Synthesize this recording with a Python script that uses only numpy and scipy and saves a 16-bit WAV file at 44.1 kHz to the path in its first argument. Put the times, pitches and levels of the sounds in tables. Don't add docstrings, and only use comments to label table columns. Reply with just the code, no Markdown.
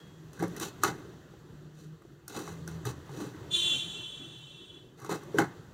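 import sys
import numpy as np
from scipy import signal
from scipy.fft import rfft, irfft, next_fast_len
from scipy.io import wavfile
from scipy.ndimage import uniform_filter1d

SR = 44100
rng = np.random.default_rng(int(sys.argv[2]) if len(sys.argv) > 2 else 0)


def invert_db(level):
    return 10 ** (np.asarray(level, dtype=float) / 20)


def master(y):
    cut = np.clip(np.atleast_2d(y).T, -1, 1)
    pcm = np.round(cut * 32767)
    wavfile.write(sys.argv[1], SR, pcm.astype(np.int16))


N = 252693


def in_time(rows, fade_in_s=0.0037):
    s, *columns = np.transpose(rows)
    t = np.arange(N) / SR
    mask = np.clip(np.minimum((t - s[0]) / fade_in_s, (s[-1] - t) / 0.005), 0, 1)
    return [np.interp(t, s, c) for c in columns] + [mask]


def rms_one(x):
    return x / np.sqrt(np.mean(x ** 2) + 1e-20)


def sine(turns):
    return np.sqrt(2) * np.sin(2 * np.pi * turns)


def drift(rate):
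    r = np.exp(-64 * np.pi * rate / SR)
    slow = signal.lfilter([1], [1, -2 * r, r * r], rng.standard_normal(N // 32 + 1002))[1000:]
    return np.interp(np.arange(N) / 32, np.arange(len(slow)), rms_one(slow))


def resonance(x, hz, width_hz):
    r = np.exp(-np.pi * width_hz / SR)
    feedback = [1, -2 * r * np.cos(2 * np.pi * hz / SR), r * r]
    return signal.lfilter([(1 - r * r) / 2, 0, (r * r - 1) / 2], feedback, x + 1e-18)


def body(x, modes):
    out, power = 0, 0
    for k, (hz, width_hz, db) in enumerate(modes):
        out = out + invert_db(db) * (-1) ** k * resonance(x, hz, width_hz)
        power += invert_db(db) ** 2 * np.pi * width_hz / SR
    return out / np.sqrt(power)


def box():
    # frequency in [Hz], width in [Hz], level in [dB].
    air_modes = [(129.7, 31.7, -4.5), (175.2, 13.64, 0.5), (213, 15.1, -6), (298.4, 27.7, -1.5),
                 (350, 46.6, -3), (420, 36.6, 0.5), (558, 28, -15)]
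    panel_modes = [(736, 114, 3), (833.6, 64.3, 8), (952.8, 29, 4.5), (1062, 97, 5), (1210, 285, 2),
                   (1480, 141.6, 7.5), (1600, 279, 2), (2065.6, 174.4, -1)]
    tape_modes = [(2627, 85, 1.5), (2982, 75.7, -1.5), (3927, 509, -1.5), (4935, 380, -4), (5886, 395, 2),
                  (6340, 856, 0), (6887, 787, -1), (8730, 1330, -8.5), (12500, 9000, -16)]
    snap_modes = [(2820, 650, -12), (4070, 1900, -8.5), (5816, 864, 7), (8850, 2650, 4.5),
                  (11540, 10800, 0.5), (15500, 3000, -4.5)]
    air, panels, tape = blade_force()
    rings, (panel_crack, snap_crack) = knocks()
    out = body(air, air_modes) + body(panels + panel_crack, panel_modes)
    return out + body(tape, tape_modes) + body(snap_crack, snap_modes) + rings


def blade_force(grains_per_s=8000, spread_db=2.6, judder_db=2.2):
    # start in [s], time to lose 20 dB in [s], box boom in [dB],
    # panel rasp in [dB re boom], tape hiss in [dB re boom].
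    bites = [(.33, 0.08, -52.5, -4.5, -3.5), (.394, 0.05, -50, -2, -6.5), (0.562, .025, -44.5, -4.5, 1),
             (.598, 0.0052, -47.5, 1, 9.5), (.606, .09, -38, -1, 4), (0.834, .018, -36, 2.5, 9),
             (.842, .075, -34, 5, -1), (2.28, 0.39, -53.5, -3.5, 0), (2.676, 0.1124, -50.5, 0.5, -1),
             (2.852, .07, -34.5, -4.5, -3), (3.095, 0.0047, -48, -7.5, -13), (4.972, .035, -56, -1, -2.5),
             (5.047, .03, -43, -1, -5), (5.092, 0.087, -30.5, -2.5, -7.5), (5.34, .07, -31.5, -13.5, -20.5),
             (5.383, .018, -33, 5, 2), (5.385, .08, -28, 1, -12)]
    # middle in [s], then as for bites.
    slides = [(0.436, 0.0321, -27.5, -6, -17), (.51, 0.1432, -51, -14, -10.5), (.94, 0.21, -47, -6, -13),
              (1.815, .09, -58, -8, 0), (2.372, 0.0642, -36, -4.5, -6.5), (2.487, 0.0873, -47, -2.5, -6.5),
              (3.21, .13, -37, -10, -10), (5.03, .05, -50, 0, -6), (5.22, .09, -53, -4, -8),
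              (5.376, -0.001, -28.5, -5, -12), (5.49, 0.2239, -58.5, 2, -18)]
    bite_rise_s, bite_roundness, slide_roundness = 0.003, 2.8, 1.6
    lead_db, lead_s = -15, 0.0144

    sizes = invert_db(spread_db * np.minimum(rng.exponential(1, N), 5)) * rng.choice([-1, 1], N)
    slips = rng.random(N) < grains_per_s / SR
    grains = rms_one(sizes * slips * invert_db(judder_db * drift(51.6)))

    force, t = np.zeros((3, N)), np.arange(N) / SR
    for s, fall_s, boom_db, rasp_db, hiss_db in bites:
        rise = np.clip((t - s) / bite_rise_s, 0, 1)
        lead_in = invert_db(lead_db - 20 * np.maximum(s - t, 0) / lead_s)
        fall = invert_db(-20 * (np.maximum(t - s, 0) / fall_s) ** bite_roundness)
        force += invert_db(boom_db + np.array([[0], [rasp_db], [hiss_db]])) * np.maximum(rise, lead_in) * fall
    for s, fall_s, boom_db, rasp_db, hiss_db in slides:
        shape = invert_db(-20 * np.abs((t - s) / fall_s) ** slide_roundness)
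        force += invert_db(boom_db + np.array([[0], [rasp_db], [hiss_db]])) * shape
    return force * grains


def knocks(boom_cycles=4.13, panel_s=0.002866, crack_s=0.0027, rise_s=0.000872):
    # time in [s], peak in [dB], boom in [dB re peak], boom in [Hz], panel in [Hz].
    thumps = [(.375, -40, -0.5, 187, 1554), (.398, -30.5, 7.5, 167.2, 1600), (.424, -22.5, 7, 350, 722),
              (.432, -40, 15, 165, 900), (.479, -40.5, 14, 171.6, 748), (.611, -30, 7.5, 342, 1160),
              (.845, -22, 5, 421, 819), (1.136, -41.5, 5, 159.3, 810), (1.335, -47, 8, 341.4, 822),
              (2.049, -47, 8.5, 360, 707), (2.348, -48, 11, 146.7, 810), (2.476, -27.5, -23, 179, 1177),
              (2.851, -30, 7.5, 124.4, 1565), (3.092, -34.5, 1.5, 146.6, 855), (3.2, -34, 2.5, 390, 620),
              (3.217, -34.5, 12.5, 292, 1122), (3.345, -40, 10, 297.4, 1553),
              (5.017, -43.5, 5.5, 130.2, 1173), (5.093, -24, 5.5, 408.3, 948),
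              (5.121, -26.5, -1.5, 420, 1319), (5.156, -31, -12, 165, 788), (5.344, -39, 27, 413.6, 590),
              (5.385, -8.5, -2, 314, 1567), (5.392, -18, -3.5, 264, 707)]
    # time in [s], peak in [dB], tick in [dB re peak], panel in [Hz].
    snips = [(.331, -46, 10, 1480), (.392, -34.5, 1, 1567), (.427, -36, 7, 1496), (.479, -47.5, 15, 1500),
             (.564, -35, 9, 1880), (.598, -34, 14, 1600), (.612, -35, 4, 1950), (.835, -10.5, 2, 1231),
             (2.019, -44, -4.5, 1210), (2.279, -35, 14, 1423), (2.389, -34, 3.5, 1086),
             (2.524, -47.5, 7, 1200), (2.676, -30.5, 5, 1528), (2.852, -28, 2, 1548), (4.39, -52, 2, 856),
             (4.795, -58.5, 3, 1370), (4.999, -43.5, 6.5, 1153), (5.046, -29.5, -3.5, 1210),
             (5.233, -41, 5, 1104), (5.017, -49, 11, 1200), (5.156, -42, 9, 1300), (5.385, -20, 0.5, 3044)]
    thump_tick_db, snip_boom_db, snip_boom_hz = -11.5, -8, 342.4

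    rings, cracks, age = np.zeros(N), np.zeros((2, N)), np.arange(5000) / SR
    blows = [(s, db, boom_db, thump_tick_db, boom_hz, panel_hz) for s, db, boom_db, boom_hz, panel_hz in thumps]
    blows += [(s, db, snip_boom_db, tick_db, snip_boom_hz, panel_hz) for s, db, tick_db, panel_hz in snips]
    bursts = rng.standard_normal((len(blows), len(age)))
    for (s, db, boom_db, tick_db, boom_hz, panel_hz), burst in zip(blows, bursts):
        start = round(s * SR)
        span = slice(start, start + len(age))
        blow_rise_s = rise_s * invert_db(-0.3 * (db + 42.5))
        contact = (1 - np.exp(-age / blow_rise_s)) ** 2
        swell = 1 - np.exp(-age * boom_hz / 0.846)
        boom_decay = np.exp(-age * boom_hz * np.sqrt(boom_hz / 200) / boom_cycles)
        boom = swell * boom_decay * np.sin(2 * np.pi * boom_hz * age)
        panel = contact * np.exp(-age / panel_s) * np.sin(2 * np.pi * panel_hz * age)
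        rings[span] += invert_db(db + boom_db - 3.5) * boom + invert_db(db - 1.0) * panel
        crack = contact * np.exp(-age / crack_s) * burst
        cracks[:, span] += invert_db(db + np.array([[-3], [tick_db - 3.5]])) * crack
    return rings, cracks


def room(x, t60_s=0.177, dull_hz=6000):
    size = next_fast_len(N + SR)
    hz = np.arange(size // 2 + 1) * SR / size
    t60 = t60_s / (1 + hz / dull_hz) ** 0.36
    response = 0
    for k, lag_s in enumerate(rng.uniform(0.006, 0.028, 10)):
        loop = invert_db(-60 * lag_s / t60) * np.exp(-2j * np.pi * hz * lag_s)
        response = response + (-1) ** k * loop / (1 - loop)
    return irfft(rfft(x, size) * response, size)[:N]


def horn(blare_smear_db=-12, overtone_smear_db=-4, scatter_per_s=1.6):
    # time in [s], blare in [dB].
    loudness = [
        (3.495, -68),
        (3.515, -39.5),
        (3.551, -27.5),
        (3.653, -29),
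        (3.755, -31),
        (3.87, -39),
        (4.3, -49),
        (4.75, -53.5),
        (4.96, -75),
    ]
    # multiple of the pitch [1], level in [dB].
    blare = [(1, -22), (2, -34.5), (3, -33), (6, -32.5), (7, -16), (8, -6), (9, -2), (10, 1), (11, -6.5),
             (12, -15), (13, -40), (14, -32.5)]
    overtones = [(16, -9.5), (17, -7.5), (18, -5), (19, -6), (20, -4.5), (21, -5.5), (22, -2), (23, -11.5),
                 (24, -9), (25, -7), (26, -7.5), (27, -11.5), (28, -22), (30, -26.5), (33, -21), (36, -39),
                 (41, -24), (46, -28.5)]
    # level in [dB], flutter in [1/s], steady share [1].
    paths = [(-1, 9, 0.78), (-8, 16, 0.084), (-10, 20, .1), (-15.5, 9, .1)]
    path_shifts = [1, 1.011, 1.021, 1.038]
    end_hz, doppler_hz, passing_s = 338.3, 10.7, 0.3
    overtone_db, dulling_db_per_s = -14.5, 3.5

    blare_db, mask = in_time(loudness)
    on, out = mask > 0, np.zeros(N)
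    age = np.arange(on.sum()) / SR
    hz = end_hz + doppler_hz * np.exp(-age / passing_s)
    turns = 2 * np.pi * np.cumsum(hz) / SR
    overtones_db = blare_db + overtone_db - dulling_db_per_s * (np.arange(N) / SR - loudness[0][0])
    scatter = 1 + scatter_per_s * age
    bounced = np.cumsum(scatter) / SR
    groups = ((blare, blare_db, blare_smear_db), (overtones, overtones_db, overtone_smear_db))
    for partials, db, smear_db in groups:
        stack, smear, known = 0, 0, np.transpose(partials)
        for multiple in range(round(known[0, 0]), round(known[0, -1]) + 1):
            level_db = np.interp(multiple, np.round(known[0]), known[1])
            count = 4 if multiple < 15 else 2
            draws = rng.standard_normal((count, 2, 600))
            for ratio, (path_db, per_s, steady), draw in zip(path_shifts, paths, draws):
                steps = bounced * 2 * per_s * np.sqrt(multiple / 9)
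                cos_part, sin_part = (np.interp(steps, np.arange(600), d) for d in draw)
                phase = turns * multiple * (1 + (ratio - 1) * min(1, 11 / multiple))
                core = steady / scatter ** 2
                partial = (cos_part + core) * np.cos(phase) + sin_part * np.sin(phase)
                stack = stack + invert_db(level_db + path_db) * partial
            noise = rng.standard_normal(len(hz))
            smear = smear + invert_db(level_db) * resonance(noise, multiple * hz.mean(), 177)
        out[on] += (invert_db(db) * mask)[on] * (rms_one(stack) + invert_db(smear_db) * rms_one(smear))
    return out


def drones():
    # time in [s], pitch in [Hz], level in [dB].
    far_horn = [
        (0, 3296, -62),
        (.06, 3300, -68),
        (.12, 3305, -70),
        (.24, 3310, -80),
    ]
    # start in [s], length in [s], pitch in [Hz], glide in [Hz/s], level in [dB].
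    orders = [
        (.1, 0.243, 161.7, -30, -53),
        (1.49, .49, 149.6, 14, -51),
        (2.45, 0.398, 166, -13, -45.5),
        (2.46, 0.596, 85.74, -9, -52.5),
        (4.12, 0.359, 144, 36, -57.5),
    ]
    fade_s, wobble_db = 0.07, 1.7

    far_hz, far_db, mask = in_time(far_horn)
    out = invert_db(far_db) * mask * sine(np.cumsum(far_hz) / SR)
    t = np.arange(N) / SR
    for s, length_s, hz, glide, db in orders:
        fade = np.clip(np.minimum(t - s, s + length_s - t) / fade_s + 0.5, 0, 1) ** 2
        turns = hz * (t - s) + glide * (t - s) ** 2 / 2
        out = out + invert_db(db + wobble_db * drift(4.5)) * fade * sine(turns)
    return out


def street(patchy_db=3.0, top_patchiness=0.52):
    # time in [s], roar in [dB].
    traffic = [(0.0, -61), (0.16, -64.5), (0.4, -63), (0.54, -56), (0.73, -57), (1.29, -65), (2.19, -69),
               (2.33, -70), (2.46, -60.5), (3.62, -57), (3.7, -55), (4.07, -61.5), (4.72, -67.5),
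               (5.03, -69.5), (5.19, -59.5), (5.31, -58.5), (5.59, -62), (5.73, -64.5)]
    # frequency in [Hz], density in [dB per Hz].
    street_colour = [(18, -55), (30, -16), (112, -7.5), (157, 2.5), (191, -16), (349, -7.5), (489, -19),
                     (1050, -18), (1230, -17), (2100, -20.5), (2730, -64), (4620, -120)]
    hiss_colour = [(2200, 0.5), (3900, -4), (5000, -4.5), (6200, -8), (7600, -7), (8600, -18.5),
                   (16000, -17)]
    rumble_db, rumble_follows, hiss_db, hiss_follows = -51, 0.674, -65, 0.837

    roar_db, _ = in_time(traffic)
    swing = roar_db - roar_db.mean()
    edges_hz = 30 * 2 ** np.arange(0, 9.4, 1 / 3)
    white, together = rng.standard_normal((2, N)), drift(6)
    parts = np.zeros((3, N))
    for k, (low, high) in enumerate(zip(edges_hz, edges_hz[1:])):
        band = signal.sosfilt(signal.butter(2, [low, high], "band", fs=SR, output="sos"), white[k % 2])
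        part = int(low > 580) + int(low > 2200)
        points = np.array(hiss_colour if part == 2 else street_colour)
        db = np.interp(np.log(low * high) / 2, np.log(points[:, 0]), points[:, 1])
        flicker = 0.5 * together + drift(11)
        parts[part] += band * invert_db(db + patchy_db * top_patchiness ** part * flicker)
    rumble, roar, hiss = (rms_one(part) for part in parts)
    out = invert_db(rumble_db + rumble_follows * swing) * rumble + invert_db(roar_db + 0.7065) * roar
    return out + invert_db(hiss_db + hiss_follows * swing) * hiss


def gate_lift_db(near):
    lift_db, opens_db, span_db, closes_db_per_s = 1.5, -48, 21, 126.5
    slope = closes_db_per_s * np.arange(N) / SR
    near_db = 10 * np.log10(uniform_filter1d(near ** 2, size=800) + 1e-12)
    held = np.maximum.accumulate(near_db + slope) - slope
    return lift_db * np.clip((held - opens_db) / span_db, 0, 1)


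def scene():
    near = box()
    indoors = near + invert_db(-15) * room(near)
    outdoors = invert_db(gate_lift_db(near)) * street() + drones() + horn()
    return (indoors + outdoors)[None]


def band_limit(x):
    return signal.sosfilt(signal.butter(12, 16810, fs=SR, output="sos"), x)


def record(dry):
    # frequency in [Hz], width in [Hz], depth [0-1].
    mic_dips = [(2310, 330, .78), (5200, 650, .62), (2830, 130, .4), (4650, 250, .3)]
    for hz, width_hz, depth in mic_dips:
        dry = dry - np.clip(depth, 0, 1) * resonance(dry, hz, width_hz)
    dry = dry + invert_db(-87.5) * np.diff(rng.standard_normal(N + 1))
    dry = signal.sosfilt(signal.butter(2, 45, "high", fs=SR, output="sos"), dry)
    dry = signal.sosfilt(signal.cheby2(10, 40, 16400, fs=SR, output="sos"), dry)
    return band_limit(dry)


dry = scene()
out = record(dry)
master(out)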